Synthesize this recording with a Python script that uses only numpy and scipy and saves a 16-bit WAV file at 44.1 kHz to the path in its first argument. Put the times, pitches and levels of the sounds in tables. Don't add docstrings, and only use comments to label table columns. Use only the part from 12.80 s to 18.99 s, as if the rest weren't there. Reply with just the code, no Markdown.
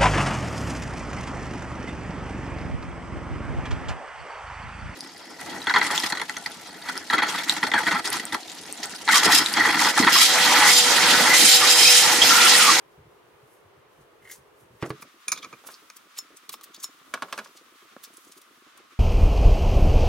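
import sys
import numpy as np
from scipy import signal
from scipy.fft import rfft, irfft, next_fast_len
from scipy.io import wavfile
from scipy.ndimage import uniform_filter1d

SR = 44100
rng = np.random.default_rng(int(sys.argv[2]) if len(sys.argv) > 2 else 0)


def int16_out(signal):
    q = np.round(np.clip(np.atleast_2d(signal).T, -1, 1) * 32767)
    wavfile.write(sys.argv[1], SR, q.astype(np.int16))


N = 272979
T = np.arange(N) / SR
FASTER_AT_S, SPEED = 2.012, 3.0


def undb(db):
    return 10 ** (np.asarray(db) / 20)


def on_log(hz, table):
    table_hz, values = np.transpose(table)
    return np.interp(np.log(hz), np.log(table_hz), values)


def band(x, hz, width):
    ratio = 1 + max(width, .05)
    edges = [hz / np.sqrt(ratio), min(hz * np.sqrt(ratio), .45 * SR)]
    return signal.sosfilt(signal.butter(1, edges, "band", fs=SR, output="sos"), x)


def swell(t, rise, fade):
    growing = np.exp(np.minimum(t, 0) / max(rise, 1e-4))
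    dying = undb(-60 * np.maximum(t, 0) / np.maximum(fade, 1e-3))
    return np.where(t < 0, growing, dying)


def add(out, x, start_s, db, pan_db=0):
    loudest = np.sqrt(uniform_filter1d(x ** 2, SR // 250).max())
    at = int(start_s * SR)
    left = x[:N - at] * undb(db) / loudest
    right = np.roll(left, int(rng.random() < .75))
    out[:, at:at + len(left)] += np.array([left, right]) * undb([[pan_db / 2], [-pan_db / 2]])


def wander(rate):
    step = int(SR / rate)
    return uniform_filter1d(np.repeat(rng.standard_normal(N // step + 1), step), step)[:N]


def grit(count, spread_db):
    return rng.standard_normal(count) * undb(spread_db * rng.exponential(size=count))


def air(spectrum, db, pace, flicker_db):
    # frequency in Hz at pace 1, how alike the two sides are from 0 to 1.
    side_likeness = [(60, 0.32), (290, 0.51), (640, 0.32), (1400, 0.28), (3100, 0.058), (7000, 0.01)]
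    size = next_fast_len(N)
    hz = np.arange(size // 2 + 1) * SR / size + 1
    alike = np.clip(on_log(hz / pace, side_likeness), 0, 1)
    noise = rfft(rng.standard_normal((2, size))) * undb(on_log(hz, spectrum))
    mid, side = noise * np.sqrt([1 + alike, 1 - alike])
    stereo = np.array([mid + side, mid - side])
    low = 1 / (1 + (hz / (250 * pace)) ** 4)
    out = sum(irfft(stereo * part, size)[:, :N] * undb(share * flicker_db * wander(9 * pace))
              for part, share in ((low, 1), (1 - low, .3)))
    return out * undb(db) / np.sqrt(np.mean(out ** 2))


def workshop_air():
    # frequency in Hz, relative strength there in dB.
    calm_spectrum = [(18, -54), (30, -19), (131, -8), (233, -13), (415, 3), (649, -6.5), (1220, -5.5),
                     (1350, -9), (2540, -16), (2980, -16.5), (7670, -37.5), (12300, -58), (16000, -80)]
    fast_spectrum = [(18, -50), (40, -20), (86, -18), (150, -17.5), (259, -5), (500, -9), (866, -10),
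                     (1100, 1), (1250, 3), (1590, -3.5), (2830, -6.5), (3670, -7), (4200, -11), (7090, -16),
                     (14400, -30), (16000, -42)]
    calm = air(calm_spectrum, db=-56.5, pace=.856, flicker_db=.8)
    fast = air(fast_spectrum, db=-56, pace=SPEED, flicker_db=5.5)
    blend = np.clip((T - FASTER_AT_S) / .0075, 0, 1)
    return (1 - blend) * calm + blend * fast


def faint_bumps(count=60, gap_s=.33):
    timing, strength = rng.random((count, 2)).T
    unhurried = (np.arange(count) + timing) * gap_s
    starts = np.where(unhurried < FASTER_AT_S, unhurried, FASTER_AT_S + (unhurried - FASTER_AT_S) / SPEED)
    db = -58.5 + 3 * (2 * strength - 1)
    return list(zip(starts, db))[:np.searchsorted(starts, N / SR)]


def bumps():
    # start in seconds, level in dB.
    clear_bumps = [(.173, -51), (0.244, -52.5), (.621, -55.5), (.84, -56), (1.174, -55), (1.577, -58),
                   (1.809, -55), (1.9, -54.5), (2.193, -53), (2.248, -55.5), (2.339, -55), (2.598, -52.5),
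                   (2.663, -54), (2.859, -54), (2.928, -57.5), (3.266, -58), (3.445, -57.5), (3.502, -55),
                   (3.539, -56.5), (3.896, -53), (3.975, -53.5), (4.087, -53.5), (4.687, -55.5),
                   (4.749, -54.5), (4.811, -54.5), (4.917, -57.5), (5.02, -56), (5.3, -54.5), (5.377, -54),
                   (5.464, -55.5), (5.493, -55), (5.563, -53), (5.706, -57), (5.816, -55), (5.995, -53),
                   (6.119, -58)]
    out = np.zeros((2, N))
    for start_s, db in clear_bumps + faint_bumps():
        pace = SPEED if start_s > FASTER_AT_S else 1
        hz, width = 107.6 * pace, 1.27
        t = np.arange(int(.15 * SR / pace)) * pace / SR
        lump = rng.standard_normal(len(t)) * t * np.exp(-t / .012)
        add(out, band(band(lump, hz, width), hz, width), start_s, db)
    return out


def glove_rustle():
    # time in seconds, level in dB.
    rustle_levels = [(0, -71), (1.95, -70), (2.6, -62.5), (3.0, -61), (3.8, -67), (4.6, -59), (4.85, -65),
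                     (5.43, -61), (5.95, -69), (6.19, -68)]
    flicker = undb(1.5 * wander(20))
    hiss = band(rng.standard_normal((2, N)), hz=5900, width=5.4) * flicker
    return hiss / np.std(hiss) * undb(np.interp(T, *np.transpose(rustle_levels)))


def reflections(db, fade_s, hz, width):
    t = np.arange(SR // 5) / SR
    burst = band(rng.standard_normal((2, len(t))) * undb(-60 * t / fade_s), hz, width)
    return burst * undb(db) / np.sqrt(np.sum(burst ** 2, axis=1, keepdims=True))


def room_echo(x):
    mid = x.mean(axis=0)
    walls = reflections(db=-12, fade_s=.15, hz=5960, width=15)
    out = signal.fftconvolve(mid[None], walls, axes=1)[:, :N]
    step = int(.12 * SR)
    treble = dict(hz=12800, width=3.2)
    for at in range(0, N, step):
        scatter = band(reflections(db=-3, fade_s=.0012, **treble)[0], **treble)[:256]
        side = np.convolve(mid[at:at + step], scatter)[:N - at]
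        out[:, at:at + len(side)] += side * [[1], [-1]]
    return out


def scuffs():
    # loudest moment in seconds, level in dB, centre in Hz, band width, fade time in seconds.
    scuffs_and_rings = [(.735, -62.5, 10600, .7, 0.38), (1.217, -64.5, 8000, 1.5, 0.083),
                        (1.45, -60.5, 8500, 1.5, 0.22), (1.525, -42.5, 8000, 1.1, 0.17),
                        (1.524, -47, 6600, 0.24, .11), (1.81, -60, 10500, 1.2, .3),
                        (2.018, -48, 2160, 0.89, 0.066), (2.063, -47.5, 6700, 1.1, 0.088),
                        (2.097, -49, 8000, 1.4, 0.033), (2.223, -44, 11000, 1.8, 0.056),
                        (2.562, -45, 3750, 0.18, .04), (2.576, -42.5, 3750, .15, 0.045),
                        (2.588, -43, 3700, 0.1, 0.037), (2.63, -42.5, 3360, 0.087, 0.06),
                        (2.873, -39, 10000, 2.7, 0.061), (2.916, -48, 8840, 1.6, 0.14),
                        (2.942, -45, 4830, 0.21, .1), (3.169, -41.5, 11000, 2.1, 0.037),
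                        (3.374, -43.5, 3050, 4.2, 0.085), (3.384, -36, 8700, 1.6, 0.047),
                        (3.572, -46, 8400, 0.6, 0.039), (3.694, -40.5, 4140, .11, 0.023),
                        (3.731, -39.5, 6940, 6.9, .07), (3.841, -41.5, 8700, 14, 0.037),
                        (3.948, -47, 3600, 0.15, 0.048), (3.948, -46, 6540, .14, 0.039),
                        (3.965, -47.5, 4600, .2, .03), (4.003, -49.5, 6630, .15, 0.074),
                        (4.038, -33, 7860, 0.9, .058), (4.55, -56, 6000, 1.4, 0.2),
                        (4.648, -47.5, 5670, 0.9, 0.04), (4.674, -55, 5200, 0.5, 0.053),
                        (4.773, -47.5, 4600, 1.5, .08), (5.241, -40, 7760, 8.4, 0.049),
                        (5.25, -43.5, 5700, 0.65, 0.059), (5.339, -55.5, 9000, 0.57, 0.064),
                        (5.372, -44.5, 8300, .9, 0.029), (5.45, -54, 7760, 1.1, .07),
                        (5.48, -54.5, 7700, .68, .09), (5.522, -46.5, 6370, 0.91, .04),
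                        (5.577, -49, 7800, 3.6, 0.055), (5.619, -51.5, 6550, 2.6, .027),
                        (5.977, -52.5, 8360, 0.65, 0.028)]
    out, t = np.zeros((2, N)), np.arange(SR // 2) / SR
    for peak_s, db, hz, width, fade in scuffs_and_rings:
        rise = .115 * fade
        lead = 4 * rise
        burst = band(grit(len(t), spread_db=2.74), hz, width) * swell(t - lead, rise, fade)
        add(out, burst, peak_s - lead, db)
    return out


def blows(hits, tones, clatter, ring_length, snap_db, pan_db, lowest_hz):
    # frequency in Hz, relative strength there in dB.
    out, t = np.zeros((2, N)), np.arange(8192) / SR
    tone_hz, tone_db, tone_fade = np.array(tones).T[:, :, None]
    hz = np.arange(len(t) // 2 + 1) * SR / len(t) + 1
    centres = 50 * 2. ** np.arange(0, 9, .5)[:, None]
    bands = np.clip(1 - 2 * np.abs(np.log2(hz / centres)), 0, 1)
    bass_lingers = (1000 / centres) ** .44
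    octaves, tone_octaves = (np.log2(np.maximum(f, 3 * lowest_hz) / 1000) for f in (hz, tone_hz))
    for time_s, level_db, rise, fade, tilt_db, ring_db in hits:
        lead = 4 * rise
        colour = undb(on_log(hz, clatter) + tilt_db * octaves)
        slices = irfft(rfft(grit(len(t), spread_db=1.6)) * colour * bands, len(t))
        noise = (slices * swell(t - lead, rise, fade * bass_lingers)).sum(axis=0)

        level_jitter, pitch_jitter = rng.standard_normal((len(tones), 2)).T[:, :, None]
        gain = undb(tone_db + tilt_db * tone_octaves + 2 * level_jitter)
        waves = np.sin(2 * np.pi * tone_hz * (1 + .0024 * pitch_jitter) * (t - lead))
        stretch = ring_length * undb(.067 * (level_db + 22))
        ring = (gain * waves * swell(t - lead, rise, stretch * tone_fade)).sum(axis=0)

        snap = np.roll(irfft(colour, len(t)), int(lead * SR)) * (t < .02)
        snap_gain = undb(snap_db - 8.5 * np.log2(rise / .001))
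        blow = noise / np.std(noise) + undb(ring_db) * ring / np.std(ring) + snap_gain * snap / np.std(snap)
        add(out, blow, time_s - lead, level_db, pan_db)
    return signal.sosfilt(signal.butter(2, lowest_hz, "high", fs=SR, output="sos"), out)


def rim_slips():
    hits = [(1.424, -57, .0015, 0.28, 1, -11), (1.454, -48, .0022, 0.21, -2, 1),
            (1.475, -46.5, .0018, 0.34, 0, -1), (1.499, -42, .0015, .061, 0, 2.5),
            (1.513, -42.5, .0014, 0.16, 4, -5)]
    tones = [(1880, -5, 0.034), (2070, -1, 0.06), (2140, -3, 0.05), (2990, -14, 0.027), (6950, -14, 0.046),
             (9000, -14, .04)]
    clatter = [(500, -42), (1500, -12), (1800, -5), (2100, -1), (2400, -23), (3000, -12.5), (6000, -30),
               (16000, -20)]
    return blows(hits, tones, clatter, ring_length=1.4, snap_db=-20, pan_db=-1.7, lowest_hz=600)


def tin_on_bench():
    hits = [(2.0255, -23, 0.00035, 0.14, 1.7, -2), (2.061, -38, .0019, 0.05, .5, -8),
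            (2.1045, -25.5, .0006, 0.073, 4.3, 5.5)]
    tones = [(60, -18, 0.074), (131, 2.5, 0.15), (154, -1.5, 0.19), (327, -3, 0.18), (422, -6, 0.18),
             (900, -15, 0.051), (1147, 2.5, 0.029), (1820, -20, 0.022)]
    clatter = [(24, -37), (40, -40), (127, 0), (262, 3.5), (412, 6), (751, -7.5), (873, -5), (1950, -7.5),
               (2700, -16), (6820, -34.5), (16000, -48)]
    return blows(hits, tones, clatter, ring_length=.85, snap_db=-42, pan_db=-2.4, lowest_hz=53.6)


def blade_on_blade():
    hits = [(3.388, -28.5, .0013, 0.04, 2, 6.5), (3.693, -32, 0.00061, 0.077, 2, -32),
            (3.741, -35, 0.00059, 0.047, -1.5, -8.5), (3.8115, -45, 0.00064, 0.12, -0.5, -21),
            (3.946, -46.5, .00092, 0.06, 1.5, -20), (3.963, -50, 0.00046, .084, 5, -6),
            (4.002, -48, .0008, 0.16, 3, -15), (4.043, -27.5, 0.0014, 0.031, 2, 6)]
    tones = [(1150, -9, .06), (3768, -12, .03), (5324, 0, .095), (6853, -1, .05), (9300, -12, .025)]
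    clatter = [(88, -45), (150, -10.5), (361, -4.5), (759, -20), (1140, 3.5), (1500, -16), (4160, -5),
               (4950, -7.5), (6140, -7.5), (16000, -11.5)]
    return blows(hits, tones, clatter, ring_length=.69, snap_db=-13, pan_db=-.59, lowest_hz=226)


def knife_on_bench():
    hits = [(2.839, -48.5, 0.00091, 0.25, -2.5, -23), (2.888, -40.5, .0006, 0.084, -2, -6),
            (2.902, -47, 0.0013, .12, 2, -1), (4.3395, -23, 0.00081, .097, 1.5, .5),
            (4.3765, -37.5, 0.0023, 0.22, -1, 4), (4.423, -25, .0007, .097, -1, -1.5),
            (4.485, -44.5, .0016, 0.49, -1, -8), (4.5265, -27, 0.00037, 0.096, 2, -21),
            (4.578, -31.5, 0.00088, 0.083, 1, -15), (4.589, -30.5, 0.0017, 0.12, 0, -3.5),
            (4.660, -44, 0.0021, 0.11, -1, -2), (5.1655, -38, 0.00029, 0.015, -7.5, -7)]
    tones = [(644, -14, 0.014), (1100, 4, 0.069), (1454, -2.5, 0.079), (1670, 0.5, 0.058),
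             (2280, -1.5, 0.033)]
    clatter = [(47, -55), (80, -30), (242, -6), (289, -12), (550, -3.5), (820, -7), (1090, 1.5),
               (1670, -4.5), (1820, -12), (2970, -9), (12500, -23), (16000, -31)]
    return blows(hits, tones, clatter, ring_length=.75, snap_db=-25, pan_db=-1.9, lowest_hz=186)


def lid_on_bench():
    hits = [(2.226, -39, 0.0024, 0.059, -7, -12), (2.4825, -23, .00085, 0.067, 0.5, 5),
            (2.5195, -19, .0007, 0.065, 1.5, -2), (2.526, -26, 0.0012, 0.12, 1, -12),
            (2.563, -46, .0011, 0.083, -8, -12), (2.5765, -39, 0.00063, 0.1, -1.5, -21),
            (2.588, -50, .0008, 0.041, 3, -17), (2.630, -39, .0022, 0.14, -3.5, -16),
            (2.6465, -34.5, .0037, 0.083, -5, -2), (2.729, -40, 0.001, 0.059, -8, -6),
            (2.739, -44.5, 0.0013, .064, -12, 12), (3.101, -40.5, 0.00064, .042, -0.8, -11)]
    tones = [(1260, -3.5, 0.074), (1690, -10, .05), (2462, 1, 0.062), (2310, 4, 0.042), (2410, 5, 0.079),
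             (3470, -3, 0.019), (3670, -15, 0.11), (4860, -8, 0.024), (5470, -13, 0.2), (6150, -5, 0.06),
             (5660, -19, .05), (6770, 5, 0.04), (6450, -7, .045), (6710, -5, 0.059), (6860, -8, 0.1),
             (9500, 0, 0.066), (12700, -12, 0.038), (15220, -20, .04)]
    clatter = [(47, -55), (80, -19.5), (190, -18), (575, -18.5), (820, -22), (1220, 2.5), (1370, -7),
               (1950, -13.5), (2330, 2.5), (3030, -29), (3700, -10.5), (6590, -1.5), (7360, -19.5),
               (9400, -13.5), (16000, -19)]
    return blows(hits, tones, clatter, ring_length=.99, snap_db=-22, pan_db=-2.6, lowest_hz=170)


def scene():
    work = rim_slips() + tin_on_bench() + lid_on_bench() + blade_on_blade() + knife_on_bench() + scuffs()
    return workshop_air() + work + room_echo(work) + glove_rustle() + bumps()


def record(dry):
    dipped = dry - .5 * signal.lfilter(*signal.iirpeak(7550, 25, fs=SR), dry)
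    lifted = dipped + .063 * signal.lfilter(*signal.iirpeak(15000, 6, fs=SR), dipped)
    return signal.sosfilt(signal.ellip(10, .2, 75, 15900, fs=SR, output="sos"), lifted)


dry = scene()
out = record(dry)
int16_out(out)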